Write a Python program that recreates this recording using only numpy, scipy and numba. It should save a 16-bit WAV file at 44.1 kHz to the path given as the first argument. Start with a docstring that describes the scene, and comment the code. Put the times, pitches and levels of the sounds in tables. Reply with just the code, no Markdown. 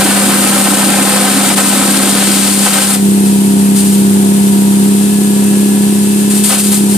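"""A fire pump's engine drones off to the left while its hose jet drums and splashes on a burning building.
The jet lifts over the roof, leaving the hiss of spray and stray drops, then grazes and slaps it again.
The drone is a stack of exhaust harmonics with gear whine and rumble; the water is dense showers of tiny
impacts. The microphone rings near 9 kHz and its limiter ducks the drone when the water strikes hard."""
import sys
import numpy as np
from scipy import signal
from scipy.fft import rfft, irfft
from scipy.io import wavfile
from scipy.ndimage import map_coordinates
from numba import njit

SR = 44100
rng = np.random.default_rng(int(sys.argv[2]) if len(sys.argv) > 2 else 0)


def waveform_to_disk(signal):
    """Save audio, clipped to [-1, 1], as 16-bit WAV at the path in sys.argv[1]."""
    frames = np.transpose(np.atleast_2d(signal))
    scaled = np.clip(frames, -1, 1) * 32767
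    samples = np.round(scaled).astype(np.int16)
    wavfile.write(sys.argv[1], SR, samples)


N = 307377
TIME, FREQ = np.arange(N) / SR, np.arange(N // 2 + 1) * SR / N


def undb(db):
    """Decibels to gain."""
    return 10 ** (np.asarray(db) / 20)


def unit(x):
    """Scale to rms 1."""
    return x / np.sqrt(np.mean(x ** 2))


def curves(table):
    """One automation curve for each column after a table's time column."""
    times, *columns = np.transpose(table)
    return [np.interp(TIME, times, column) for column in columns]


def colour(x, spectrum):
    """Equalise a sound through (f/Hz, level/dB) points, then scale to rms 1."""
    hz, db = np.transpose(spectrum)
    gain = undb(np.interp(np.log(FREQ + 1), np.log(hz), db))
    return unit(irfft(rfft(x) * gain, N))


def walk(rate_hz):
    """Smooth random wandering up to about rate_hz, at rms 1."""
    return unit(irfft(rfft(rng.standard_normal(N)) * np.exp(-(FREQ / rate_hz) ** 2), N))


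def delay(x, ms):
    """The sound a fixed or moving time later."""
    return map_coordinates(x, [np.arange(N) - ms * SR / 1000], order=3, mode="wrap")


def echo(pair, ms):
    """A reflection: both channels arrive again later."""
    return np.array([delay(side, ms) for side in pair])


def ports(noises, lag_ms, diffuse_hz, left_db):
    """Three noises at two microphone ports: lows come direct, right lagging; highs from all sides."""
    direct, scattered = noises[0], noises[1:]
    direct_share = 1 / (1 + FREQ / diffuse_hz)
    pair = np.array([direct, delay(direct, lag_ms)])
    blend = rfft(pair) * np.sqrt(direct_share) + rfft(scattered) * np.sqrt(1 - direct_share)
    return irfft(blend, N) * undb([[left_db / 2], [-left_db / 2]])


def drops(per_s, scatter_db):
    """Three unrelated showers of impacts of uneven size."""
    hits = np.sqrt(rng.poisson(per_s / SR, (3, N)))
    return unit(hits * rng.standard_normal((3, N)) * undb(scatter_db * rng.standard_normal((3, N))))


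def together(*gains):
    """The joint strength of unrelated showers: their powers add."""
    return np.sqrt(sum(gain ** 2 for gain in gains))


def strikes(table, attack_s, fade_s):
    """The envelope of a run of hits: each rises, holds to the end of its length and dies away."""
    bursts = []
    for start_s, length_s, db in table:
        age = TIME - start_s
        rise = np.clip(age / attack_s, 0, 1)
        fade = np.exp(-np.maximum(age - length_s, 0) / fade_s)
        bursts.append(undb(db) * rise * fade)
    return together(*bursts)


@njit
def follower(peak, attack_s, release_s):
    """The limiter's envelope: it chases peaks up at the attack rate and sinks at the release rate."""
    attack, release = 1 / (1 + attack_s * SR), 1 / (1 + release_s * SR)
    envelope, level = np.empty(len(peak)), 2 * peak[:500].mean()
    for i in range(len(peak)):
        level += (peak[i] - level) * (attack if peak[i] > level else release)
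        envelope[i] = level
    return envelope


def spray():
    """The nozzle and the falling mist hiss steadily."""
    # bright EQ of the mist: f/Hz, level/dB
    hiss_eq = [(300, -26), (1200, -14.5), (2100, -16.5), (2700, -10.5), (4000, -10.5), (5800, -13.5),
               (8000, -5.5), (10000, -5), (14000, -13)]
    mist = ports(drops(per_s=40000, scatter_db=0), lag_ms=.35, diffuse_hz=590, left_db=3)
    return colour(mist, hiss_eq) * undb(-19.5 + 0.12 * walk(11) + 0.32 * walk(40))


def pump():
    """The exhaust drones on its sixth harmonic and throbs once a cycle; gears whine, the casing rumbles."""
    # engine speed, and how loud the drone is heard, held down while the water strikes:
    # t/s, cycle rate/Hz, heard level/dB
    drone = [(0, 33.4, -12), (2.5, 33.3, -8), (4.0, 33.25, -7.5), (4.9, 33.35, -7.5), (5.1, 33.93, -9.5),
             (5.5, 33.79, -8.5), (6.4, 34.13, -10), (6.97, 33.74, -9)]
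    # exhaust note: multiple of the cycle rate, level/dB
    harmonics = [(3, -26), (4, -25), (5, -19), (6, -0.5), (7, -40), (8, -17.5), (9, -20.5), (10, -22.5),
                 (11, -26), (12, -16), (13, -40.5), (14, -31.5), (15, -31.5), (21, -35), (22, -31.5),
                 (23, -48), (25, -37), (26, -44), (28, -32.5), (30, -39), (43, -38)]
    # pump and gear tones: multiple of the cycle rate, level/dB, rise with cycle rate/(dB per Hz)
    gear_tones = [(10.76, -23, 5), (28.63, -32.5, -3), (50, -42.5, 17), (51, -45, 8), (77.3, -38.5, 11)]
    # EQ of the casing: f/Hz, level/dB
    rumble_eq = [(25, -33), (55, -25.5), (95, -10), (170, -7), (230, -1.5), (345, 1), (410, -7.5),
                 (600, -13), (930, -12.5), (1200, -20), (1700, -18.5), (2200, -23.5), (5000, -42)]
    cycle_hz, heard_db = curves(drone)
    phase = 2 * np.pi * np.cumsum(cycle_hz * (1 + 0.00084 * walk(12))) / SR
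    # the harmonics line up in one push and pull a cycle; the weak ones waver most
    exhaust = -np.sqrt(2) * sum(undb(db - db * 0.035 * walk(2.9)) * np.sin(k * phase)
                                for k, db in harmonics)
    exhaust = np.array([exhaust, delay(exhaust, ms=0.37)])  # from the left: the right port hears it later
    speedup_hz = cycle_hz - cycle_hz[0]
    whine = np.sqrt(2) * sum(undb(db + rise * speedup_hz + 2 * walk(2.2)) * np.sin(k * phase)
                             for k, db, rise in gear_tones)
    throb = rng.standard_normal((3, N)) * (1 + 0.073 * np.cos(phase))
    rumble = colour(ports(throb, lag_ms=0.32, diffuse_hz=2000, left_db=-3.7), rumble_eq)
    return undb(heard_db + .5) * (exhaust + whine + undb(-14.5) * rumble)


def aim():
    """Envelopes of drumming, boom, coarse and fine drops as the jet holds, slaps, grazes and rains down."""
    # jet held on the wall: t/s, drumming/dB, splash/dB, boom over drumming/dB, coarse over fine drops/dB
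    on_wall = [(0, -7.5, -1.8, -3.5, -1.5), (.7, -5.8, 0.5, -4, -2.5), (1.45, -5, 1.3, -4, 0),
               (1.7, -4, 4, -2, -1.5), (2.05, -6.5, 2.5, -0.5, 0), (2.45, -8.3, 5, -2.5, 2),
               (2.57, -12, 2.5, -2.5, -0.5), (2.9, -13, 1.6, -13, -3)]
    # the solid stream slaps the building: t/s, length/s, drumming/dB
    slaps = [(1.568, 0.038, -5.5), (2.645, 0.055, -1.5), (2.72, 0.12, -2.5), (2.885, 0.027, -9),
             (2.932, 0.017, -6), (6.485, 0.066, -6)]
    # the jet's fringe grazes the building and sizzles: t/s, length/s, splash/dB
    grazes = [(3.24, .04, -14), (3.75, .065, -5), (3.83, 0.12, -12), (4.455, .025, -14), (6.175, .03, -13),
              (6.295, 0.021, -5.5), (6.335, 0.061, -7), (6.43, 0.12, 1.5), (6.572, .03, 2.5),
              (6.63, .06, -5.5), (6.712, .045, -1), (6.885, 0.069, -9.5)]
    drum_db, splash_db, boom_db, coarse_db = curves(on_wall)
    lift_off_s, lift_fade_s = 2.96, 0.011
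    held = np.exp(-np.maximum(TIME - lift_off_s, 0) / lift_fade_s)
    held *= 1 - 0.72 * np.exp(-((TIME - 1.555) / 0.01) ** 2)  # the stream parts for a moment
    slap = strikes(slaps, attack_s=0.019, fade_s=0.026)
    graze = strikes(grazes, attack_s=0.017, fade_s=0.036)
    stray_thud, stray_splash = undb(-32.5), undb(-20.5)  # stray water keeps raining on the ruin
    drum = together(held * undb(drum_db), slap, graze * undb(-22), stray_thud)
    boom = together(held * undb(drum_db + boom_db), slap * undb(-11), stray_thud)
    even_splash = together(slap * undb(8), stray_splash)  # as much coarse as fine
    coarse = together(held * undb(splash_db + coarse_db / 2), graze * undb(-2.25), even_splash)
    fine = together(held * undb(splash_db - coarse_db / 2), graze * undb(2.25), even_splash)
    return drum, boom, coarse, fine


def jet():
    """Slugs of water drum on the wall and burst into drops; ground and wall echoes hollow the sound."""
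    # midrange knock of water on the wall: f/Hz, level/dB
    drum_eq = [(200, -37), (390, -19), (520, 1), (800, 1), (1050, -3), (1400, 0), (2000, -6), (2800, -7.5),
               (5000, -16.5), (12000, -63)]
    # low body of the wall: f/Hz, level/dB
    boom_eq = [(40, -52), (150, -2.5), (230, 5.5), (280, 8.5), (350, 5.5), (430, -6), (700, -26.5)]
    # bright burst of drops: f/Hz, level/dB
    splash_eq = [(500, -17), (1500, -11.5), (3200, -3.5), (4800, -3.5), (5900, -7.5), (7200, -1.5),
                 (9500, 1.5), (11000, -5), (14000, -7.5)]
    ground_echo_ms, wall_echo_ms = 3.88, 1.9
    drum, boom, coarse, fine = aim()
    slugs = ports(drops(per_s=7000, scatter_db=1), lag_ms=-0.048, diffuse_hz=4500, left_db=-2.5)
    beads = ports(drops(per_s=35000, scatter_db=1), lag_ms=-0.022, diffuse_hz=5500, left_db=4)
    # the stream breaks up unevenly in flight, so the blows surge
    wall = boom * colour(slugs, boom_eq) * undb(1.1 * walk(23))
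    wall += drum * colour(slugs, drum_eq) * undb(1.7 * walk(26))
    wall += 0.46 * echo(wall, ground_echo_ms * (1 + 0.015 * walk(5.9)))
    splash = colour(beads, splash_eq)
    splash += 0.11 * echo(splash, wall_echo_ms) + 0.088 * echo(splash, ground_echo_ms)
    # big drops patter below 6 kHz, fine ones sizzle above
    patter = signal.sosfiltfilt(signal.butter(2, 6000, fs=SR, output="sos"), splash)
    sizzle = splash - patter
    splash = coarse * patter + fine * sizzle
    return wall * undb(-7.5) + splash * undb(-9.5 + 0.87 * walk(60))


def scene():
    """The jet plays over a bed of pump drone and spray."""
    return pump() + spray() + jet()


def record(dry):
    """The microphone rings in the treble; a limiter ducks peaks, the rest clips, and the top is cut."""
    ring_hz, ring_width_hz, ring_db = 8640, 890, 4
    top_hz, threshold = 14550, .92
    ring = 1 + (undb(ring_db) - 1) / (1 + (2 * (FREQ - ring_hz) / ring_width_hz) ** 2)
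    sound = irfft(rfft(dry) * ring * (FREQ < top_hz), N)
    peak = follower(np.abs(sound).max(axis=0), attack_s=.0005, release_s=.07)
    limited = np.clip(sound * np.minimum(1, threshold / peak), -1, 1)
    return signal.sosfiltfilt(signal.ellip(10, .1, 60, top_hz, fs=SR, output="sos"), limited)


dry = scene()
out = record(dry)
waveform_to_disk(out)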